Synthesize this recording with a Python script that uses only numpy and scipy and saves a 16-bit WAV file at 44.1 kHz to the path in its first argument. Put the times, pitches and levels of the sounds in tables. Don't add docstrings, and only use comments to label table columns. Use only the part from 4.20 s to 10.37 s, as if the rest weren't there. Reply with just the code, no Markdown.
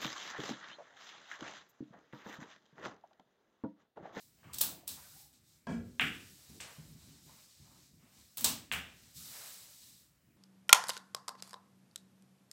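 import sys
import numpy as np
from scipy import signal
from scipy.fft import rfft, irfft
from scipy.io import wavfile

SR = 44100
rng = np.random.default_rng(int(sys.argv[2]) if len(sys.argv) > 2 else 0)


def decibels_to_gain(level_db):
    exponent = np.asarray(level_db, float) / 20
    return 10 ** exponent


def dump(signal):
    limited = np.clip(np.atleast_2d(signal).T, -1, 1)
    pcm = np.round(limited * 32767).astype(np.int16)
    wavfile.write(sys.argv[1], SR, pcm)


N = 272097

# f/Hz [Hz], density/dB [dB per Hz]
RUMBLE_SPECTRUM = [(20, -7), (40, -12), (60, -2), (100, -5), (160, -2.5), (220, -8.5), (300, -10.5),
                   (450, -24), (700, -43.5)]
# f/Hz [Hz], density/dB [dB per Hz]
CLOTHES_SPECTRUM = [(250, -38), (500, -4), (900, -6), (1400, -6.5), (2000, -6), (2800, -7), (4000, -32)]
# f/Hz [Hz], density/dB [dB per Hz]
HISS_SPECTRUM = [(1800, -10), (2800, -7), (4000, 2.5), (6000, 2), (8500, -7), (11000, 0.5), (16000, -9)]
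# t/s [s], hold/s [s], level/dB [dB]
TREADS = [(.16, .05, -70), (.235, .15, -60), (.41, .05, -60), (.68, .04, -62), (.82, .12, -71),
          (1.49, .1, -48), (1.8, .07, -50), (2.0, .12, -67), (2.27, .15, -62), (2.56, .15, -60),
          (2.8, .13, -62), (3.03, .08, -63), (3.37, .2, -66), (3.68, .15, -67), (3.95, .04, -67),
          (4.17, .15, -54), (4.5, .07, -54), (4.74, .12, -70), (4.93, .12, -64), (5.18, .1, -69),
          (5.62, .06, -73), (6.05, .05, -71)]
# t/s [s], rise/s [s], hold/s [s], level/dB [dB]
CLOTHES_FOLDS = [(.14, .05, .05, -76), (.231, .01, .24, -64), (.67, .03, .14, -67), (.88, .05, .06, -76),
                 (1.47, .02, .02, -62), (1.85, .05, .03, -64), (2.1, .1, .15, -72), (2.4, .05, .06, -60),
                 (2.6, .1, .25, -74), (3.02, .08, .1, -71), (3.3, .15, .15, -75), (3.74, .08, .2, -75),
                 (4.17, .03, .14, -61), (4.52, .04, .04, -61), (4.75, .05, .1, -76), (4.92, .25, .09, -59),
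                 (5.3, .1, .1, -70), (5.55, .05, .15, -80)]
# t/s [s], rise/s [s], hold/s [s], level/dB [dB], top re hiss/dB [dB]
CLOTH_STROKES = [(-.05, .02, .06, -66, 4), (.1, .05, .45, -75, -4), (.68, .05, .29, -61.5, 4),
                 (1.127, .005, .03, -76, -5), (1.16, .12, .08, -70.5, -1), (1.472, .025, .04, -64, -9),
                 (1.56, .1, .14, -73, -1), (1.8, .01, .06, -57, 0), (1.85, .1, .3, -63, 0),
                 (2.2, .1, .22, -62, -1), (2.48, .05, .2, -65.5, -1), (2.7, .1, .17, -64.5, -3),
                 (2.92, .14, .19, -63.5, -1), (3.25, .05, .36, -66.5, -3.5), (3.7, .05, .15, -75, -1),
                 (3.8, .17, .05, -65.5, -2), (4.0, .05, .15, -70, -1), (4.3, .05, .1, -66, -8),
                 (4.56, .05, .12, -69, -3), (4.68, .1, .15, -65.5, -2), (4.92, .05, .33, -53.5, 2.5),
                 (5.28, .05, .11, -57, 1), (5.45, .05, .2, -60.5, 1), (5.7, .03, .08, -66, 1)]
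# t/s [s], hold/s [s], centre f/Hz [Hz], width/Hz [Hz], level/dB [dB]
SHAFT_SLIDES = [(.225, .05, 1145, 150, -66), (.46, .14, 700, 220, -66), (.755, .04, 1020, 300, -65),
                (.79, .1, 1480, 120, -72), (.92, .11, 795, 70, -76), (2.275, .08, 320, 120, -66),
                (3.05, .05, 1000, 200, -72), (3.43, .1, 1030, 320, -73), (4.96, .33, 1330, 300, -71)]
# delay/s [s], level/dB [dB]
ECHOES = [(.0011, -8), (.0018, -11), (.0043, -9), (.0121, -14), (.0166, -11), (.0203, -4), (.0247, -12)]
# f/Hz [Hz], t60/s [s], level/dB [dB]
ROOM_TAIL = [(90.5, 0.35, -23), (185, 0.45, -18), (337, 0.59, -16.5), (673, 0.44, -20.5), (1298, 0.47, -22),
             (3020, .45, -22), (6050, 0.35, -18), (11600, 0.28, -21)]
# f/Hz [Hz], level/dB [dB], t60/s [s]
ROOM_MODES = [(77.2, -47, 0.46), (161.1, -46, 0.35), (231.2, -38, 0.39), (265.5, -45.5, .45)]
# t/s [s], peak level/dB [dB], f/Hz [Hz]
DEEP_THUDS = [(0.269, -52.5, 148), (0.459, -49.5, 193), (0.707, -63, 81), (1.534, -41.5, 163),
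              (1.831, -42, 159), (2.581, -43, 137), (2.699, -51, 139), (2.899, -52, 131), (3.418, -50, 122),
              (3.749, -65, 88.8), (4.27, -47, 153.4), (4.529, -48, 80), (4.965, -53, 141)]
# t/s [s], peak level/dB [dB], f/Hz [Hz]
BOXY_THUDS = [(0.257, -60, 248), (0.429, -44, 304), (0.692, -58, 266), (1.808, -37, 265), (2.296, -54, 197),
              (2.605, -63, 199), (2.718, -64, 267), (2.874, -55.5, 286), (3.068, -64, 208),
              (3.451, -68, 210), (3.956, -68, 196), (4.216, -43, 250.4), (4.27, -38.5, 238.6),
              (4.517, -50, 203), (4.967, -62, 213)]
# t/s [s], level/dB [dB]
CUE_HIT = (1.4692, -36)
# f/Hz [Hz], level/dB [dB], t60/s [s]
SHAFT_MODES = [(161, -10.5, 0.074), (236.8, -6, 0.16), (253.5, -7.5, 0.15), (380, -14, .04),
               (474, -11, 0.032), (570, -7.5, 0.047), (707, -11, 0.035), (890, -11, 0.026),
               (1061, -12, .06), (1350, -17, 0.061), (1629, -12.5, .12), (1990, -24, .06),
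               (2314, -22.5, 0.054), (2600, -29.5, .05), (2980, -31, .05), (3270, -21.5, 0.045)]
# t/s [s], peak level/dB [dB], f/Hz of the contact pulse [Hz]
BALL_CLICKS = [
    (0.2322, -53, 1500),
    (1.1314, -72, 2600),
    (1.7971, -11.5, 2470),
    (2.4027, -34.5, 2560),
    (4.5158, -17.5, 2600),
]
# t/s [s], peak level/dB [dB], body level/dB [dB], top level/dB [dB]
POCKET_KNOCKS = [(.3298, -44, -8, -8), (0.3336, -34.5, -27, 3.5), (0.3422, -36, -18, 6),
                 (.3455, -39.5, -24, 3.5), (0.384, -28.5, -29, 4), (.398, -37.5, -24, -2),
                 (0.4093, -24, -10, 7), (0.4125, -20.5, -31, 9.5), (0.6733, -42, -7.5, -6.5),
                 (0.677, -29, -23, 7), (0.689, -33, -38, -3), (.716, -46.5, -21, 8),
                 (1.1295, -50, -26, -15.5), (1.809, -37, -28, 2.5), (2.404, -34.5, -12, -11),
                 (2.4100, -36, -10.5, -14.5), (4.1718, -33, -10, 10.5), (4.18, -31, -15, 3),
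                 (4.194, -38, -14, 2), (4.2087, -33.5, -23, 9), (4.2431, -13.5, -14, 2.5),
                 (4.2503, -31.5, -28, 5), (4.519, -35.5, -34, -0.5), (4.524, -31, -6, 4.5),
                 (4.535, -33.5, -2.5, -3.5)]
# f/Hz [Hz], t60/s [s], level under the blow/dB [dB]
CORNER_TAIL = [(300, 0.54, -17), (1000, 0.35, 1), (2500, .4, -5), (4040, 0.34, -7.5), (7400, .33, -10.5),
               (11000, 0.28, -11), (16080, 0.32, -13)]
# f/Hz [Hz], width/Hz [Hz], level/dB [dB]
CAPSULE_PEAKS = [(8005, 670, 8.5), (15000, 1400, 6.5), (4544, 140, -1)]

TREAD_RISE_S, TREAD_FALL_DB_PER_S, RUMBLE_FLOOR_DB = .025, 100, -73.5
FOLD_FALL_DB_PER_S, CLOTHES_FLOOR_DB = 90, -82
STROKE_FALL_DB_PER_S, HISS_FLOOR_DB = 130, -83
SLIDE_RISE_S, SLIDE_FALL_DB_PER_S = .03, 150
CUE_ROOM_SHARE = .48
BURST_S, BURST_S_PER_DB = .0035, .00017
TOP_HZ = 15900


def rms_one(x):
    return x / np.sqrt(np.mean(x ** 2) + 1e-20)


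def band(x, low_hz, high_hz):
    sections = signal.butter(2, [low_hz, min(high_hz, .45 * SR)], "band", fs=SR, output="sos")
    return signal.sosfilt(sections, x)


def add(out, s, piece):
    at = round(s * SR)
    out[at:at + len(piece)] += piece[:N - at]


def ring(x, hz, t60):
    radius = decibels_to_gain(-60 / (t60 * SR))
    angle = 2 * np.pi * hz / SR
    return signal.lfilter([0, np.sin(angle)], [1, -2 * radius * np.cos(angle), radius * radius], x + 1e-18)


def drift(rate):
    r = np.exp(-80 * np.pi * rate / SR)
    slow = signal.lfilter([1], [1, -2 * r, r * r], rng.standard_normal(N // 40 + 2002))[2000:]
    return np.interp(np.arange(N) / 40, np.arange(len(slow)), rms_one(slow))


def gestures(s, rise_s, hold_s, level_db, fall_db_per_s, floor_db):
    t = np.arange(0, N + 32, 32) / SR
    age = t[:, None] - s
    swell = np.clip(age / np.maximum(rise_s, .005), 0, 1) ** 2
    level = swell * decibels_to_gain(level_db - fall_db_per_s * np.maximum(age - rise_s - hold_s, 0))
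    gain = np.sqrt(np.sum(level ** 2, axis=1) + decibels_to_gain(floor_db) ** 2)
    return np.interp(np.arange(N) / SR, t, gain)


def rustle(spectrum, patchy_db, rate):
    hz, db = np.transpose(spectrum)
    out, white, together = 0, rng.standard_normal((2, N)), drift(rate / 2)
    edges = hz[0] * 2 ** np.arange(0, np.log2(hz[-1] / hz[0]) + .3, 1 / 3)
    for k, (low, high) in enumerate(zip(edges, edges[1:])):
        level_db = np.interp(np.log(low * high) / 2, np.log(hz), db)
        flicker_db = patchy_db * (.6 * together + drift(rate))
        out = out + decibels_to_gain(level_db + flicker_db) * band(white[k % 2], low, high)
    return rms_one(out)


def treads():
    s, hold_s, db = np.transpose(TREADS)
    gain = gestures(s, TREAD_RISE_S, hold_s, db, TREAD_FALL_DB_PER_S, RUMBLE_FLOOR_DB)
    return gain * rustle(RUMBLE_SPECTRUM, patchy_db=1.8, rate=10.0)


def clothes():
    gain = gestures(*np.transpose(CLOTHES_FOLDS), FOLD_FALL_DB_PER_S, CLOTHES_FLOOR_DB)
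    return gain * rustle(CLOTHES_SPECTRUM, patchy_db=1.3, rate=8.0)


def cloth_strokes():
    s, rise_s, hold_s, db, top_db = np.transpose(CLOTH_STROKES)
    hiss = rustle(HISS_SPECTRUM, patchy_db=.55, rate=12.0)
    top = signal.sosfiltfilt(signal.butter(4, 8800, "high", fs=SR, output="sos"), hiss)
    body = (hiss - top) * gestures(s, rise_s, hold_s, db, STROKE_FALL_DB_PER_S, HISS_FLOOR_DB)
    top = top * gestures(s, rise_s, hold_s, db + top_db, STROKE_FALL_DB_PER_S, HISS_FLOOR_DB + 4.0)
    return body + top


def shaft_slides():
    out, t = np.zeros(N), np.arange(N) / SR
    for s, hold_s, hz, width_hz, level_db in SHAFT_SLIDES:
        narrow = drift(width_hz) * np.cos(2 * np.pi * hz * t)
        narrow += drift(width_hz) * np.sin(2 * np.pi * hz * t)
        narrow *= decibels_to_gain(2.2 * drift(25.0))
        out += narrow * gestures(np.array([s]), SLIDE_RISE_S, hold_s, level_db, SLIDE_FALL_DB_PER_S, -150)
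    return out


def movement():
    return treads() + clothes() + cloth_strokes() + shaft_slides()


def room(x):
    t = np.arange(round(.9 * SR)) / SR
    sparse = rng.random(len(t)) < np.clip(t / .08, .04, 1)
    white = rng.standard_normal(len(t)) * sparse / np.sqrt(np.clip(t / 0.11, .04, 1))
    answer = np.zeros(len(t))
    for hz, t60, level_db in ROOM_TAIL:
        answer += decibels_to_gain(level_db - 60 * t / t60) * band(white, hz / np.sqrt(2), hz * np.sqrt(2))
    answer *= 1 - np.exp(-t / 0.0045)
    answer[0] = 1
    for late_s, echo_db in ECHOES:
        answer[round(late_s * SR)] += decibels_to_gain(echo_db)
    return signal.fftconvolve(x, answer)[:N]


def standing(x):
    return sum(decibels_to_gain(db) * ring(x, hz, t60) for hz, db, t60 in ROOM_MODES)


def thuds():
    out = np.zeros(N)
    for s, peak_db, hz in DEEP_THUDS + BOXY_THUDS:
        cycles = np.arange(round(8 * SR / hz)) / SR * hz
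        hump = cycles * np.exp(-cycles / .9)
        add(out, s, decibels_to_gain(peak_db - 1.5) * np.sin(2 * np.pi * cycles) * hump)
    return out


def cue():
    hit_s, hit_db = CUE_HIT
    t = np.arange(round(.15 * SR)) / SR
    push, scuff = np.zeros(N), np.zeros(N)
    add(push, hit_s, decibels_to_gain(hit_db) * np.hanning(7) / 3)
    judder = rng.standard_normal(len(t)) * t / 0.011 * np.exp(-t / 0.02)
    add(push, hit_s, decibels_to_gain(hit_db - 21.5) * judder)
    grip = 3.6
    shaft = 0
    for k, (hz, db, t60) in enumerate(SHAFT_MODES):
        shaft = shaft + (-1) ** k * decibels_to_gain(db) * ring(push, hz, min(t60, grip / np.sqrt(hz)))
    add(scuff, hit_s, rng.standard_normal(len(t)) * np.exp(-t / 0.007))
    shaft = shaft + decibels_to_gain(-34.5) * band(scuff, 210, 1300)
    shaft = shaft + decibels_to_gain(-48.5) * band(scuff, 1200, 3830)
    return shaft + decibels_to_gain(-54) * band(scuff, 3300, 5000)


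def clicks():
    t = np.arange(-60, 61) / SR
    out = np.zeros(N)
    for s, peak_db, hz in BALL_CLICKS:
        pulse = -np.cos(2 * np.pi * hz * t + .3) * np.exp(-(t * hz / .62) ** 2)
        slate = np.sin(2 * np.pi * 0.53 * hz * t) * np.exp(-(t * hz / 0.94) ** 2)
        pulse += decibels_to_gain(-16) * slate
        tick = decibels_to_gain(-29.5) * band(rng.standard_normal(len(t)), 5600, 10000) * np.exp(-(t / 0.00037) ** 2)
        dull = signal.sosfiltfilt(signal.butter(6, 4700, fs=SR, output="sos"), pulse)
        add(out, s + t[0], decibels_to_gain(peak_db) * (dull + tick))
    return out


def rattle():
    s, peak_db, body_db, top_db = np.transpose(POCKET_KNOCKS)
    burst_s = np.maximum(BURST_S + BURST_S_PER_DB * (peak_db + 35), .0007)
    t = np.arange(round(.05 * SR)) / SR
    hz, t60, tail_db = np.transpose(CORNER_TAIL)
    grains = rng.standard_normal((2, N)) * decibels_to_gain(3.0 * np.minimum(rng.exponential(1, (2, N)), 3.5))
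    white, out = rng.standard_normal((2, N)), np.zeros(N)
    edges = 300 * 2 ** np.arange(0, 6.1, .5)
    for k, (low, high) in enumerate(zip(edges, edges[1:])):
        mid = np.log(low * high) / 2
        body_share = np.interp(mid, np.log([2090, 3560, 8000, 10000]), [1, 0, 0, 0])
        top_share = np.interp(mid, np.log([8000, 10500]), [0, 1])
        levels = decibels_to_gain(peak_db + body_share * (body_db - 3.5) + top_share * top_db - 14)
        spray, energy = np.zeros(N), np.zeros(N)
        for when, level, length in zip(s, levels, burst_s):
            add(spray, when, level * (1 - np.exp(-t / .0003)) * np.exp(-t / length))
            add(energy, when, [level ** 2])
        fade = decibels_to_gain(-120 / (np.interp(mid, np.log(hz), t60) * SR))
        fill = np.exp(-1 / (0.0092 * SR))
        tail = signal.lfilter([1], [1, -fade], energy + 1e-18)
        tail = signal.lfilter([1 - fill], [1, -fill], tail)
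        tail_gain = decibels_to_gain(np.interp(mid, np.log(hz), tail_db)) * np.sqrt(tail)
        out += spray * rms_one(band(grains[k % 2], low, high))
        out += tail_gain * rms_one(band(white[k % 2], low, high))
    return out


def scene():
    shaft = cue()
    blows = clicks() + thuds() + CUE_ROOM_SHARE * shaft
    direct_shaft = (1 - CUE_ROOM_SHARE) * shaft
    mono = movement() + room(blows) + standing(blows) + direct_shaft + rattle()
    return np.array([mono, mono])


def band_limit(x):
    return signal.sosfilt(signal.butter(12, 17010, fs=SR, output="sos"), x)


def record(dry):
    hz = np.fft.rfftfreq(N, 1 / SR)
    colour_db = sum(db / (1 + ((hz - at_hz) / width_hz) ** 2) for at_hz, width_hz, db in CAPSULE_PEAKS)
    colour_db = colour_db - 1.33 / (1 + np.exp(-(hz - 8700) / 150))
    low_cut = 1 + (50 / (hz + 1)) ** 5
    wet = irfft(rfft(dry) * decibels_to_gain(colour_db) * (hz < TOP_HZ) / low_cut, N)
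    wet = .3 * np.tanh(wet / .3)
    apart = decibels_to_gain(-31) * band(np.abs(wet[0]) * rng.standard_normal(N), 3000, 14000)
    apart += decibels_to_gain(-39) * band(wet[0] * drift(30.0), 350, 1500)
    mix = wet + apart * [[1], [-1]]
    return band_limit(mix)


dry = scene()
out = record(dry)
dump(out)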